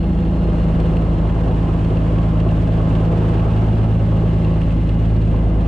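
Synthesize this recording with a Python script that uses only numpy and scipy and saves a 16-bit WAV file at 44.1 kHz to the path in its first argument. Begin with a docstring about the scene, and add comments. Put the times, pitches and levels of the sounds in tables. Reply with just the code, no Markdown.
"""A deep, steady drone: a six-cylinder aircraft engine and three-blade propeller idling near 1090 rpm,
heard at close range from a stereo microphone inside the small cabin. Firing and blade beats sound as
clean multiples of the engine cycle. Propeller wash buffets and roars over the skin, and the valve gear
hisses and taps in step with the cycle. Loose trim rattles now and then; behind it all, gears and an
instrument rotor whine faintly."""
import sys
import numpy as np
from scipy import signal
from scipy.fft import rfft, irfft, next_fast_len
from scipy.io import wavfile
from scipy.ndimage import uniform_filter1d

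SR = 44100
rng = np.random.default_rng(int(sys.argv[2]) if len(sys.argv) > 2 else 0)


def pcm_store(signal):
    """Save signal as 16-bit PCM."""
    levels = np.round(np.clip(np.atleast_2d(signal), -1, 1) * 32767)
    wavfile.write(sys.argv[1], SR, levels.astype(np.int16).T)


N = 250124
IDLE_RPM = 1088
CYCLE_HZ = IDLE_RPM / 120   # one four-stroke cycle is two turns

# the crankshaft settles and hunts a little: (time [s], speed [rpm])
ENGINE_SPEED = [(0.1, 1108), (1.05, 1093), (1.75, 1085), (2.55, 1083), (3.35, 1085), (4.0, 1089),
                (4.5, 1088), (5.15, 1080), (5.67, 1081)]
# the firing tone, its double and its triple swell and sink: (time [s], level [dB], level [dB], level [dB])
MAIN_TONES = [(0.1, -22, -32, -22), (0.5, -19.5, -27, -22), (0.8, -20, -26, -19), (1.35, -18.5, -23.5, -25),
              (1.8, -21, -22.5, -21.5), (2.3, -19, -20, -21.5), (3.15, -22, -19.5, -20),
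              (3.75, -21, -16.5, -25), (4.15, -22, -18, -21.5), (4.5, -20.5, -21, -19.5),
              (4.75, -19.5, -24, -23.5), (5.15, -17, -17.5, -23), (5.6, -17.5, -24.5, -25.5)]
# overtones that move with the double: (cycle multiple, level with the double at -20 [dB], share of swing)
LINKED_TONES = [(24, -36.5, 2.3), (36, -41, -0.64)]
# a low half-order engine tone and two high firing overtones:
# (cycle multiple before rounding, idle level [dB], rise [dB per 10 rpm])
STEADY_TONES = [(9, -28.5, 1), (54, -48, 0), (89.75, -50.5, 3)]
# in-between tones of unequal cylinders: (cycle multiple, idle level [dB], rise [dB per 10 rpm])
UNEVEN_TONES = [(3, -37.5, -4.5), (4, -38.5, 4.5), (5, -44, 3.5), (7, -37, 2.5), (8, -39.5, 2.3),
                (10, -35, -3.5), (11, -35, -4.5), (14, -37.5, 1), (15, -46, -4), (19, -33, -1),
                (20, -39.5, 3), (21, -31, 1.5), (22, -37, -.5), (23, -41, 1.7), (26, -38, -1.7),
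                (29, -38.5, -1), (30, -40, -0.5), (31, -44, 0.5), (33, -40.0, -1)]
# the propeller wash rises and slackens: (time [s], roar level [dB], hiss level [dB])
WASH_LEVELS = [(0.0, -35, -47.5), (0.22, -32, -47), (0.79, -28.5, -43.5), (1.1, -29, -45), (2.7, -29, -44),
               (2.87, -27, -43), (3.55, -26.5, -42.5), (3.95, -30.5, -45.5), (4.3, -28.5, -44.5),
               (4.9, -33, -46), (5.2, -32, -46.5), (5.64, -31, -46.5)]
# low buffeting of the cabin: (frequency [Hz], level [dB])
BUFFET_SPECTRUM = [(15, -11), (30, -13), (50, -0.5), (66, -5.5), (110, -5.5), (145, -4), (170, -11),
                   (240, -9.5), (310, -16), (420, -33)]
# air roaring over the skin: (frequency [Hz], level [dB])
ROAR_SPECTRUM = [(220, -15.5), (330, 0), (510, -2.5), (610, -4.5), (740, -7), (850, -5), (970, -8),
                 (1100, -9.5), (1190, -11.5), (1400, -16), (1900, -30.5)]
# valve-gear hiss: (frequency [Hz], level [dB])
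HISS_SPECTRUM = [(1200, -17), (1600, 0.5), (1950, -5), (2300, -7), (2750, -4.5), (3300, -9), (4000, -15),
                 (4500, -18), (6000, -23.5), (8700, -25.5), (9250, -35), (10000, -27), (11300, -47),
                 (14000, -46)]
# each cylinder's share of the valve-gear noise, in firing order: (level [dB])
CYLINDER_SHARES = [-2, -2, -0.2, -2, -1.5, 1]
# panel and cabin resonances: (frequency [Hz], width [Hz], boost [dB])
PANEL_RESONANCES = [(119, 19, -1), (220, 16, 2.5), (272.4, 17, 6), (322, 28, 3.5), (363, 43, 5),
                    (439, 13, 2), (492, 10, 7.5), (544, 31, 2.5), (607, 24, 7.5), (661.4, 46, 4),
                    (686, 34, 4.5), (762, 17, 5), (816, 12, 6), (1042, 20, 6), (1124, 15, 7.5),
                    (1292, 50, 4)]
# the clearest taps, valve-lifter knocks and loose rattles:
# (time [s], level [dB], pitch [Hz], brightness [dB per octave])
CLEAR_TAPS = [(0.1869, -31, 2530, -7), (0.5983, -33.5, 2600, 0.5), (0.8005, -26.5, 2870, 4),
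              (0.857, -34, 2820, 0.5), (0.9674, -31, 2720, 1), (1.1837, -32, 2660, -2),
              (1.297, -31.5, 2830, -11), (1.8465, -31.5, 2860, 0.5), (1.9699, -32, 2860, 0.5),
              (2.4009, -33.5, 2810, 3), (2.489, -33, 2800, 0.5), (2.9513, -30, 2800, -1),
              (3.3957, -32, 2710, -2), (4.447, -30.5, 2870, 0.5), (4.616, -30.5, 3000, 2),
              (4.705, -33, 2890, 0.5), (4.8917, -30, 2870, 0.5), (5.1632, -36, 3110, 2),
              (5.222, -36, 2660, 4)]
# the trim's ringing modes: (frequency [Hz], level [dB], time to fall 60 dB [s])
TRIM_MODES = [(900, -4, 0.018), (1790, -1.5, 0.02), (2600, -2, 0.012), (2760, 3, 0.018), (3110, -1.5, 0.01),
              (3300, -3, .015), (3770, -10, 0.018), (4300, -7.5, 0.02), (5400, -14.5, 0.0067),
              (6500, -21.5, .008), (7900, -15, .008), (10000, -26, .008)]
# engine-driven gears and alternator: (cycle multiple, idle level [dB], rise [dB per 10 rpm],
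# level flutter [dB], phase flutter [rad], flutter rate [Hz])
GEAR_TONES = [(228, -61, 0.5, 2.0, 1.0, 6.0), (230, -65, -.5, 2.0, 1.0, 6.0),
              (456, -67, 4.0, 2.5, 2.0, 25.0)]
# how alike the microphone's two ports hear the cabin: (frequency [Hz], likeness [0 to 1])
PORT_LIKENESS = [(60, 0.93), (130, 0.96), (300, 0.99), (400, 0.97), (580, 0.81), (840, .42), (1230, 0.1),
                 (1790, 0.097), (2610, 0.78), (3800, 0.49), (8000, .05), (12000, .5)]
# balance at the microphone: (frequency [Hz], left minus right [dB])
PORT_BALANCE = [(60, -.1), (190, -.5), (400, .6), (580, 1.9), (840, -1.5), (1790, -3), (2610, -2.1),
                (3800, -1.1), (8000, .6), (12000, -1.1)]


def engine_drone(cycle, rpm):
    """Engine tones and blade beats fill the cabin; firings vary, so each wavers in level and phase."""
    firing_db, double_db, triple_db = in_time(MAIN_TONES)
    tones = [(6, firing_db), (12, double_db), (18, triple_db)]
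    tones += [(round(multiple), db + share * (double_db + 20)) for multiple, db, share in LINKED_TONES]
    tones += [(round(multiple), db + rise * (rpm - IDLE_RPM) / 10) for multiple, db, rise in STEADY_TONES]
    out = np.zeros((2, N))
    for multiple, db in tones:
        ratio = multiple / 6   # to the firing rate
        dispersion = 5.0 + 0.9 * ratio ** 2   # the pulse arrives with its overtones shifted in phase
        waver = min(ratio, 4)   # higher tones waver more
        phase = 2 * np.pi * multiple * cycle + dispersion + 0.033 * waver * drift(4.3)
        out += port_tone(db + 0.22 * waver * drift(11.0), phase, multiple * CYCLE_HZ)
    return out


def uneven_cylinders(cycle, rpm):
    """Unequal cylinders sound weaker multiples of the cycle between the main tones."""
    taken = {round(row[0]) for row in [*LINKED_TONES, *STEADY_TONES, *UNEVEN_TONES]}
    faint = [(multiple, -48 - 0.2094 * (multiple - 25) + 3.0 * rng.standard_normal(), 0)
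             for multiple in range(25, 66) if multiple not in taken]
    out, step = 0, 8   # low tones need only every eighth sample
    for multiple, db, rise in list(UNEVEN_TONES) + faint:
        phase = 2 * np.pi * round(multiple) * cycle + rng.uniform(0, 2 * np.pi) + 0.3 * drift(0.6)
        level_db = db + rise * (rpm - IDLE_RPM) / 10 + 1.3 * drift(0.8)
        out = out + port_tone(level_db[::step], phase[::step], multiple * CYCLE_HZ)
    return signal.resample_poly(out, step, 1, axis=1, padtype="line")[:, :N]


def propeller_wash(cycle, roar_db):
    """Air from the propeller buffets the cabin and roars over its skin, pulsing at the firing rate."""
    buffet_db = -28.5 + 0.34 * (roar_db + 30)   # follows a third of the roar's swing
    buffet = air_noise(BUFFET_SPECTRUM, wander_db=2.0, wander_hz=1.0)
    roar = air_noise(ROAR_SPECTRUM, wander_db=1.0, wander_hz=1.5, pulse_db=firing_pulse_db(cycle + 0.4))
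    return from_db(buffet_db) * buffet + from_db(roar_db) * roar


def valve_hiss(cycle, hiss_db):
    """The valve gear hisses in puffs, in step with the cylinders."""
    hiss = air_noise(HISS_SPECTRUM, wander_db=0.02, wander_hz=4.4, pulse_db=firing_pulse_db(cycle))
    return from_db(hiss_db) * hiss


def knocks_and_rattles(cycle):
    """Clear taps, a valve lifter's knock once a cycle and faint random rattles, in CLEAR_TAPS form."""
    knock_times = np.flatnonzero(np.diff(np.floor(cycle + 0.27))) / SR
    knocks = [(s, -46.5 + 1.5 * rng.standard_normal(), 2750, 0) for s in knock_times]
    gap, strength, pitch = rng.random((160, 3)).T
    rattle_times = np.cumsum(-np.log(1 - gap) / 16.0)   # about 16 a second
    rattle_db = -42 - 2.5 * np.log(1 - strength)
    rattle_hz = 2800 * (0.92 + 0.22 * pitch)
    rattles = [(s, db, hz, 0) for s, db, hz in zip(rattle_times, rattle_db, rattle_hz) if s * SR < N]
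    return list(CLEAR_TAPS) + knocks + rattles


def trim_ring(strikes):
    """Each strike is a few milliseconds of chatter that rings the cabin trim, most near its own pitch."""
    length, chatter_db = round(0.02 * SR), -39   # the force lies far below the ring it builds up
    fade = np.exp(-np.arange(length) / (0.0039 * SR))
    out = np.zeros((2, N))
    for mode_hz, mode_db, t60 in TRIM_MODES:
        force = np.full((2, N + length), 1e-18)
        for s, db, tap_hz, brightness in strikes:
            near_db = 4.1 * np.exp(-(np.log(mode_hz / tap_hz) / 0.15) ** 2)
            tilt_db = brightness * np.log2(mode_hz / tap_hz)
            noise = rng.standard_normal((3, length))
            chatter = rms_one(fade * (noise[0] + 0.33 * noise[1:]))   # partly alike at both ports
            gain = from_db(db + mode_db + near_db + tilt_db + chatter_db)
            start = round(s * SR)
            force[:, start:start + length] += gain * chatter
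        decay, angle = from_db(-60 / (t60 * SR)), 2 * np.pi * mode_hz / SR
        out += signal.lfilter([0, np.sin(angle)], [1, -2 * decay * np.cos(angle), decay ** 2], force[:, :N])
    return signal.sosfilt(signal.butter(4, 11500, fs=SR, output="sos"), out)   # upholstery takes the top


def rotor_whine(hz=2863):
    """An electric instrument rotor holds its pitch, faint under the engine."""
    phase = 2 * np.pi * hz * np.arange(N) / SR + 0.3 * drift(2.5)
    return port_tone(-61 + 1.4 * drift(1.8), phase, hz)


def gear_whine(cycle, rpm):
    """Far in the background, gear and alternator tones ride on the engine speed and flutter."""
    load_db = 2.0 * np.cos(4 * np.pi * cycle)   # the gears load and unload once a turn
    extra_rpm = np.minimum(rpm - IDLE_RPM, 8.0)   # level follows speed only up to a point
    out = np.zeros((2, N))
    for multiple, db, rise, flutter_db, flutter_rad, flutter_hz in GEAR_TONES:
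        phase = 2 * np.pi * round(multiple) * cycle + flutter_rad * drift(flutter_hz)
        level_db = db + rise * extra_rpm / 10 + flutter_db * drift(flutter_hz) + load_db
        out += port_tone(level_db, phase, multiple * CYCLE_HZ)
    return out


def firing_pulse_db(cycle):
    """A swell in level at each firing, uneven from one cylinder and one firing to the next."""
    firings = 6 * cycle + 1.0
    index = np.floor(firings).astype(int)
    strength_db = np.array(CYLINDER_SHARES)[index % 6] + 1.2 * rng.standard_normal(400)[index]
    return (1.1 + strength_db) * np.sin(np.pi * (firings % 1)) ** 2 + 0.45 * drift(9.0)


def air_noise(spectrum, wander_db, wander_hz, pulse_db=0):
    """Stereo noise heard through the panels, in fifth-octave bands that each wander in level; rms 1."""
    low, top = spectrum[0][0], spectrum[-1][0]
    edges = np.geomspace(low, top, 1 + int(5 * np.log2(top / low)))
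    white, out = rng.standard_normal((2, 2, N)), 0
    for k, (lo, hi) in enumerate(zip(edges, edges[1:])):
        mid, side = signal.sosfilt(signal.butter(2, [lo, hi], "band", fs=SR, output="sos"), white[k % 2])
        alike = at_hz(PORT_LIKENESS, np.sqrt(lo * hi))
        gain = from_db(wander_db * drift(wander_hz) + pulse_db)
        out = out + gain * (np.sqrt(1 + alike) * mid + np.sqrt(1 - alike) * side * [[1], [-1]])
    return rms_one(colour(out, lambda hz: at_hz(spectrum, hz) + panel_db(hz)))


def panel_db(hz):
    """Boost from the narrow panel and cabin resonances that the airflow excites."""
    return sum(boost / (1 + (2 * (hz - centre) / width) ** 2) for centre, width, boost in PANEL_RESONANCES)


def port_tone(level_db, phase, hz):
    """A tone at the microphone: the less alike the ports hear its pitch, the further apart in phase."""
    shift = 0.32 * np.arccos(at_hz(PORT_LIKENESS, hz)) * np.array([[1], [-1]])
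    return np.sqrt(2) * from_db(level_db) * np.cos(phase + shift)


def gain_control(x, knee_db, share, release_db_s):
    """Part of the level above the knee is taken off within milliseconds and given back more slowly."""
    level_db = 20 * np.log10(np.abs(x).max(axis=0) + 1e-9)
    ramp = release_db_s * np.arange(N) / SR
    held_db = np.maximum.accumulate(level_db + ramp) - ramp
    cut_db = share * np.maximum(held_db - knee_db, 0)
    window = round(0.004 * SR)
    early_db = np.pad(cut_db[window // 2:], (0, window // 2), "edge")   # looks a moment ahead
    smooth_db = uniform_filter1d(uniform_filter1d(early_db, window), window)
    return x * from_db(-smooth_db)


def drift(hz):
    """Slow random wander of spread 1: noise through two one-pole low-passes at hz."""
    step, run_in = 40, 4000
    pole = np.exp(-2 * np.pi * hz * step / SR)
    noise = rng.standard_normal(N // step + run_in + 2)
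    slow = signal.lfilter([1], [1, -2 * pole, pole ** 2], noise)[run_in:]
    return np.interp(np.arange(N) / step, np.arange(len(slow)), rms_one(slow))


def colour(x, db_of_hz):
    """Filter by a gain in dB given as a function of frequency; the ends are mirrored outward first."""
    edge = 4096
    wide = np.pad(x, ((0, 0), (edge, edge)), "reflect", reflect_type="odd")
    size = next_fast_len(wide.shape[1])
    hz = np.maximum(np.fft.rfftfreq(size, 1 / SR), 1)
    return irfft(rfft(wide, size) * from_db(db_of_hz(hz)), size)[:, edge:edge + N]


def in_time(rows):
    """Columns of a time table, one value a sample."""
    times, *columns = np.transpose(rows)
    return [np.interp(np.arange(N) / SR, times, column) for column in columns]


def at_hz(rows, hz):
    """Read a frequency table on a log axis."""
    frequencies, values = np.transpose(rows)
    return np.interp(np.log(hz), np.log(frequencies), values)


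def from_db(db):
    """Decibels to gain."""
    return 10 ** (np.asarray(db) / 20)


def rms_one(x):
    """Scale to rms 1."""
    return x / np.sqrt(np.mean(x ** 2) + 1e-20)


def scene():
    """Everything that reaches the microphone's two ports in the cabin."""
    rpm, = in_time(ENGINE_SPEED)
    roar_db, hiss_db = in_time(WASH_LEVELS)
    cycle = np.cumsum(rpm / 120) / SR + 0.863   # running count of four-stroke cycles
    engine = engine_drone(cycle, rpm) + uneven_cylinders(cycle, rpm)
    rush = propeller_wash(cycle, roar_db) + valve_hiss(cycle, hiss_db)
    return engine + rush + trim_ring(knocks_and_rattles(cycle)) + rotor_whine() + gear_whine(cycle, rpm)


def record(dry):
    """At the microphone the ports differ a little, gain control evens the peaks and the top is cut."""
    ports = colour(dry, lambda hz: at_hz(PORT_BALANCE, hz) * np.array([[0.5], [-0.5]]))
    evened = gain_control(from_db(0.47) * ports, knee_db=-9.0, share=0.5, release_db_s=149)
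    fade_in = np.minimum(np.arange(N) / (0.004 * SR), 1)
    top_cut = signal.cheby2(12, 20, 14400, fs=SR, output="sos")
    return signal.sosfiltfilt(top_cut, evened * fade_in)


dry = scene()
out = record(dry)
pcm_store(out)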